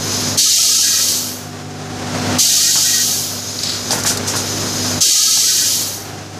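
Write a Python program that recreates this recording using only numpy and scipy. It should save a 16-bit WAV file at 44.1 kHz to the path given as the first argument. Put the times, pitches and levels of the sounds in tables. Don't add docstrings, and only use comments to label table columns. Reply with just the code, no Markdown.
import sys
import numpy as np
from scipy import signal
from scipy.fft import rfft, irfft, next_fast_len
from scipy.io import wavfile
from scipy.ndimage import uniform_filter1d, minimum_filter1d

SR = 44100
rng = np.random.default_rng(int(sys.argv[2]) if len(sys.argv) > 2 else 0)


def generate_wav(sig):
    pcm = np.round(np.clip(np.atleast_2d(sig).T, -1, 1) * 32767).astype(np.int16)
    wavfile.write(sys.argv[1], SR, pcm)


N = 281799

# (frequency [Hz], level [dB])
SHOP_COLOUR = [(25, -30), (50, -21), (75, -3), (130, 5.5), (260, 1.5), (400, 1), (550, 0.5), (750, -2),
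               (1000, -4), (1450, -4), (2200, -9), (3500, -10.5), (6200, -9), (8000, -17), (14500, -33)]
# (time [s], level [dB])
SHOP_SWELL = [(0, -32), (0.6, -33), (1.2, -31), (1.7, -33.5), (2.3, -25), (2.6, -32), (3.3, -32.5),
              (3.7, -31), (3.95, -29), (4.3, -28.5), (4.9, -32.5), (5.2, -35.5), (5.8, -31), (6.39, -32)]
# (frequency [Hz], level [dB], unsteadiness [0-1])
MOTOR_TONES = [(50.3, -59.5, 0.8), (99.7, -37, 0.06), (173.3, -50, 0.4), (199.5, -49, 0.3),
               (301, -48.5, 0.55), (318, -47.5, 0.4), (402.7, -47.5, 0.4), (604, -53, 0.7),
               (716, -48.5, 0.4)]
PUMP_TONES = [(150.4, -44, 0.4), (247.8, -38, 0.24), (270.6, -56, 0.6), (393, -50, 0.57), (493.4, -52, 0.5)]
LOAD_TONES = [(150.3, -39.5, 0), (734, -41.5, 0.3), (757, -51, 0.4), (770, -48, 0.4), (793, -47, 0.4)]
# (time [s], level change [dB])
MOTOR_SWELL = [(0, -0.5), (1.3, -1.5), (2.25, 3.5), (3.2, 0), (4.7, 1), (5.5, -3), (6.39, 1)]
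PUMP_SWELL = [(0, 0), (0.6, 1.5), (1.5, 1), (2.3, 7), (3.2, 1), (4.7, 1.5), (5.4, -4.5), (6.39, -6)]
# (start [s], end [s])
LOAD_TIMES = [(1.35, 3), (5.8, 6.39)]
# (frequency [Hz], level [dB], time to fade by 60 dB [s])
FRAME_NOTES = [(376, -16, 0.054), (472, -9, 0.06), (623, 0.5, 0.09), (705, -4, 0.054), (810, 0, 0.086),
               (876, -3.5, 0.15), (1114, 0, 0.058), (1354, -3.5, 0.05), (1413, -3, 0.18), (1510, 1.5, 0.09),
               (1653, 2, 0.037), (1740, -3.5, 0.11), (1904, -4.5, 0.066), (2450, -3.5, 0.076)]
# (time [s], level [dB], frequency that rings most [Hz])
PISTON_KNOCKS = [(0.744, -36, 1400), (2.756, -16, 1010), (2.782, -25, 800), (3.907, -22, 680),
                 (3.931, -21.5, 860), (3.948, -24.5, 450), (3.981, -31, 1400), (4.049, -21, 1140),
                 (4.063, -27.5, 1700), (4.107, -28.5, 1400), (4.337, -30, 1100), (4.353, -28, 720),
                 (5.372, -21, 900)]
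# (frequency [Hz], level [dB])
THUD_COLOUR = [(45, -20), (130, 9), (500, 0), (1000, 0), (2000, -2.5), (8000, -11.5)]
# (frequency [Hz], width [Hz], boost [dB])
FITTING_PEAKS = [(3300, 500, 4), (4020, 670, 8.5), (4570, 500, 8), (5140, 620, 7.5), (6950, 580, 11),
                 (7800, 490, 12)]
# (time [s], ring level [dB], snap level [dB])
METAL_CLICKS = [(3.589, -18.5, -35), (3.6337, -10.5, -21), (3.67, -13.5, -35), (3.7, -17.5, -35),
                (3.74, -29, -42), (3.907, -16, -22), (4.036, -26, -23), (4.172, -21, -22)]
# (time [s], level [dB], length [s])
FEEDER_PUFFS = [(3.909, -15, 0.01), (3.98, -25.5, 0.0055), (4.054, -17, 0.047), (4.27, -19, 0.0077),
                (4.354, -22, 0.017)]
# (frequency [Hz], level [dB])
PUFF_COLOUR = [(1000, -18), (2800, -4.5), (4000, 0), (5000, 7), (6300, 8.5), (8000, 2.5), (10000, -2),
               (12500, -6), (14500, -15)]
# (start [s], end [s], level [dB])
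LEAK_TIMES = [(-0.1, 0.29, -29.5), (2.06, 2.38, -45.5), (3.003, 3.89, -27.5), (4.16, 4.905, -29.5)]
# (frequency [Hz], level [dB])
LEAK_COLOUR = [(1000, -11.5), (2800, -1.5), (4000, 7.5), (5000, 6.5), (6100, 4), (6900, 8), (7800, 1.5),
               (9000, -3.5), (10000, 3), (11000, -10.5), (12300, 0), (13500, -3.5), (14500, -35)]
# (frequency [Hz], width [Hz], boost [dB])
LEAK_PEAKS = [(4190, 330, 1.5), (5110, 470, 8.5), (5610, 72, 6), (5930, 96, 13.5), (6180, 90, 14),
              (6430, 49, 13), (6640, 80, 7), (6850, 80, 3.5)]
# (frequency [Hz], width [Hz], level against the roar [dB])
HOLLOW_BANDS = [(329.4, 180, -25.5), (657, 48, -32.5), (1310, 68, -26.5), (1680, 98, -29),
                (1990, 75, -30.5)]
# (frequency [Hz], level [dB])
ROAR_COLOUR = [(300, -75), (1000, -54), (2300, -17), (3000, -9), (3900, -4.5), (4700, -2), (6400, -1.5),
               (7200, -4.5), (8000, -6.5), (8800, -10.5), (11000, -13), (14500, -20.5)]
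SIZZLE_COLOUR = [(2000, -52), (5000, -14), (8000, -12.5), (11000, -4.5), (14500, -6.5)]
# (frequency [Hz], width [Hz], boost [dB])
HISS_PEAKS = [(3060, 50, 3), (3220, 110, 3), (3470, 170, -4), (3790, 50, 2.5), (3990, 50, 3), (4255, 45, 3),
              (4380, 40, 3), (4500, 48, 5), (4640, 70, 2), (5024, 48, 4.5), (5137, 40, 3), (5260, 50, 3),
              (5510, 40, 2.5), (5617, 26, 5.5), (5682, 26, 6), (5985, 35, 4.5), (6074, 30, 7.5),
              (6130, 40, 4), (6268, 40, 7.5), (6388, 40, 9), (6599, 36, 7), (6655, 50, 3.5), (6820, 35, 3),
              (6903, 24, 5.5), (7030, 35, 3), (7120, 45, 4), (7560, 36, 6.5), (7630, 45, 3),
              (7790, 45, 3.5), (7985, 55, 5.5), (8330, 50, 3), (9900, 80, 4)]
# (time [s], blast level [dB], extra as the valve opens [dB],
# valve puff [dB], guide rub [dB], time until nearly empty [s], bright first spit [dB])
PRESS_STROKES = [(0.372, -4, 2, -12, -54, 1.017, -36), (2.383, -5.5, 6, -28, -21.5, 1.01, -17),
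                 (5.005, -4.5, 4.5, -23, -57, 1.02, -36)]


def from_db(db):
    return 10 ** (np.asarray(db) / 20)


def rms_one(x):
    return x / np.sqrt(np.mean(x ** 2) + 1e-20)


def clock():
    return np.arange(N) / SR


def drift(rate):
    coarse = np.arange(0, N, SR // 1000)
    hz = np.fft.rfftfreq(len(coarse), coarse[1] / SR)
    spectrum = rfft(rng.standard_normal(len(coarse))) / (1 + (hz / rate) ** 2)
    return np.interp(np.arange(N), coarse, rms_one(irfft(spectrum, len(coarse))))


def noise(colour, peaks=()):
    size = next_fast_len(N, True)
    hz = np.fft.rfftfreq(size, 1 / SR) + 1
    colour_hz, level_db = np.transpose(colour)
    shape_db = np.interp(np.log(hz), np.log(colour_hz), level_db)
    for centre, width, boost_db in peaks:
        shape_db += boost_db / (1 + (2 * (hz - centre) / width) ** 2)
    spectrum = rfft(rng.standard_normal(size)) * from_db(shape_db)
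    return rms_one(irfft(spectrum, size)[:N])


def burst(start, rise, length, fade):
    age = clock() - start
    return np.clip(age / rise, 0, 1) * np.exp(-np.maximum(age - length, 0) / fade)


def ring(force, hz, ring_s):
    decay, step = from_db(-60 / (ring_s * SR)), 2 * np.pi * hz / SR
    return signal.lfilter([0, np.sin(step)], [1, -2 * decay * np.cos(step), decay ** 2], force + 1e-18)


def drone(tones, waver_hz=4.4):
    times = np.arange(0, N / SR + 1, .5 / waver_hz)
    out = 0
    for hz, level_db, unsteady in tones:
        phase = 2 * np.pi * (hz * clock() + rng.random())
        swell, sway = (np.interp(clock(), times, row) for row in rng.standard_normal((2, len(times))))
        tone = (1 + unsteady * swell) * np.cos(phase) + unsteady * sway * np.sin(phase)
        out += from_db(level_db) * np.sqrt(2 / (1 + unsteady ** 2)) * tone
    return out


def workshop(flicker_db=1.1):
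    level_db = np.interp(clock(), *np.transpose(SHOP_SWELL))
    return from_db(level_db + flicker_db * drift(22)) * noise(SHOP_COLOUR)


def hum():
    motor = from_db(np.interp(clock(), *np.transpose(MOTOR_SWELL))) * drone(MOTOR_TONES)
    pump = from_db(np.interp(clock(), *np.transpose(PUMP_SWELL))) * drone(PUMP_TONES)
    load = sum(burst(start, 0.35, end - start, 0.34) for start, end in LOAD_TIMES)
    return motor + pump + load * drone(LOAD_TONES)


def room(x, echo_db=-8.0, ring_s=0.085):
    age = np.arange(SR // 2) / SR
    tail = rng.standard_normal(len(age)) * from_db(-60 * age / ring_s) * (age > .002)
    echoes = signal.fftconvolve(x, tail / np.sqrt(np.sum(tail ** 2)))[:N]
    return (x + from_db(echo_db) * echoes) / np.sqrt(1 + from_db(echo_db) ** 2)


def guides(creak_db=-21, creak_after_s=0.446, flicker_db=8.5):
    rub = creak = out = 0
    for start, _, _, _, rub_db, _, _ in PRESS_STROKES:
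        rub += from_db(rub_db) * burst(start, 0.14, 0.31, 0.031)
        creak += from_db(creak_db) * burst(start + creak_after_s, 0.026, 0.17, 0.031)
    for hz, level_db, ring_s in FRAME_NOTES:
        octaves_below = max(np.log2(1930 / hz), 0)
        force = rub * from_db(-23 * octaves_below) + creak * from_db(-30 * octaves_below)
        note = rms_one(ring(rng.standard_normal(N), hz, ring_s))
        out += force * from_db(level_db + flicker_db * np.tanh(drift(7.8))) * note
    return out / np.sqrt(len(FRAME_NOTES))


def knocks(uneven_db=3.0, thud_db=-6.0, spread_octaves=0.31, far_db=-9.5):
    times, knock_db, centre_hz = np.transpose(PISTON_KNOCKS)
    thuds = sum(from_db(db + thud_db) * burst(start, 0.0011, 0.0027, 0.031)
                for start, db, _ in PISTON_KNOCKS)
    out = thuds * noise(THUD_COLOUR)
    for hz, note_db, ring_s in FRAME_NOTES:
        far = 1 - np.exp(-(np.log2(hz / centre_hz) / spread_octaves) ** 2)
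        hit_db = knock_db + note_db + far_db * far + uneven_db * rng.standard_normal(len(times))
        force = np.zeros(N)
        force[(times * SR).astype(int)] = from_db(hit_db) * rng.choice([-1, 1], len(times))
        out += ring(force, hz, ring_s)
    return out


def carriage(level_db=-24.5, rough_db=2.0):
    start = min(time for time, _, _ in METAL_CLICKS)
    scrape = from_db(level_db + rough_db * drift(90)) * burst(start, 0.043, 0.15, 0.1)
    return scrape * noise([(1000, -0.5), (5000, 1), (14000, -15)], FITTING_PEAKS)


def clicks():
    rings = sum(from_db(db) * burst(start, 0.00066, 0.00088, 0.0061) for start, db, _ in METAL_CLICKS)
    snaps = sum(from_db(db) * burst(start, 0.00061, 0.0023, 0.0071) for start, _, db in METAL_CLICKS)
    rings *= noise([(1000, -11), (5000, 23), (14000, -21)], FITTING_PEAKS)
    snaps *= noise([(1000, -33), (6000, 22), (14000, 6)])
    return rings + snaps


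def puffs(valve_s=0.0082):
    valve_puffs = [(start, puff_db, valve_s) for start, _, _, puff_db, *_ in PRESS_STROKES]
    flow = sum(from_db(db) * burst(start, 0.013, length, 0.031)
               for start, db, length in FEEDER_PUFFS + valve_puffs)
    return flow * noise(PUFF_COLOUR)


def leak(seep_db=-44, flutter_db=0.56):
    flow = sum(from_db(db) * burst(start, 0.23, end - start, 0.093) for start, end, db in LEAK_TIMES)
    return (from_db(seep_db) + flow) * from_db(flutter_db * drift(37)) * noise(LEAK_COLOUR, LEAK_PEAKS)


def warble(dip_db=19.0, wander_hz=54.9):
    out = 0
    for hz, width, level_db in HOLLOW_BANDS:
        phase = 2 * np.pi * np.cumsum(hz + wander_hz * drift(7)) / SR
        band = drift(width / 2) * np.cos(phase) + drift(width / 2) * np.sin(phase)
        out += from_db(level_db + dip_db * np.minimum(drift(11), 0)) * band
    return out


def press_blasts(flutter_db=0.66, open_s=0.02, extra_fade_s=0.13, spit_fade_s=0.17):
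    roar = sizzle = 0
    for start, level_db, extra_db, _, _, empty_s, spit_db in PRESS_STROKES:
        age = np.maximum(clock() - start, 0)
        valve = np.minimum(age / open_s, 1)
        pressure_db = level_db + extra_db * np.exp(-age / extra_fade_s)
        roar_drop_db = np.minimum(30 * (age / empty_s) ** 3.06, 100)
        roar += valve * from_db(pressure_db - roar_drop_db)
        sizzle_drop_db = np.minimum(45 * (age / (1.19 * empty_s)) ** 5.4, 100)
        sizzle += valve * from_db(-17 + 0.36 * pressure_db - sizzle_drop_db)
        sizzle += valve * from_db(spit_db) * np.exp(-age / spit_fade_s)
    flutter = from_db(flutter_db * drift(57))
    jet = noise(ROAR_COLOUR, HISS_PEAKS) + warble()
    return flutter * (roar * jet + sizzle * noise(SIZZLE_COLOUR))


def scene():
    echoing = room(press_blasts() + leak() + puffs() + guides())
    machine = echoing + knocks() + clicks() + carriage()
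    return np.tile(machine + hum() + workshop(), (2, 1))


def loudness_db(x, seconds):
    return 10 * np.log10(np.maximum(uniform_filter1d(x[0] ** 2, int(seconds * SR)), 1e-10))


def fall_slowly(level_db, db_per_s):
    ramp = db_per_s * clock()
    return np.maximum.accumulate(level_db + ramp) - ramp


def volume_control(x, target_db=-10.0, max_boost_db=13.0, hold_s=0.64, ahead_s=0.0032):
    level_db = loudness_db(x, 0.0093)
    level_db[0] = -17.5
    size = int(hold_s * SR) | 1
    recent_peak_db = -minimum_filter1d(-level_db, size, origin=size // 2, mode="nearest")
    boost_db = np.clip(target_db - fall_slowly(recent_peak_db, db_per_s=14), 0, max_boost_db)
    boost_db = np.interp(clock() + ahead_s, clock(), boost_db)
    return x * from_db(uniform_filter1d(boost_db, int(.035 * SR)))


def limiter(x, limit_db=-14.0, strength=0.79, react_s=0.0094, ceiling=1.33):
    level_db = fall_slowly(loudness_db(x, 0.038), db_per_s=65)
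    over_db = np.maximum(level_db - limit_db, 0)
    lag = np.exp(-1 / (react_s * SR))
    cut_db = strength * signal.lfilter([1 - lag], [1, -lag], over_db)
    return ceiling * np.tanh(x * from_db(-cut_db) / ceiling)


def record(dry):
    treble_cut = signal.ellip(10, .05, 60, 14750, fs=SR, output="sos")
    return signal.sosfiltfilt(treble_cut, limiter(volume_control(dry)))


dry = scene()
out = record(dry)
generate_wav(out)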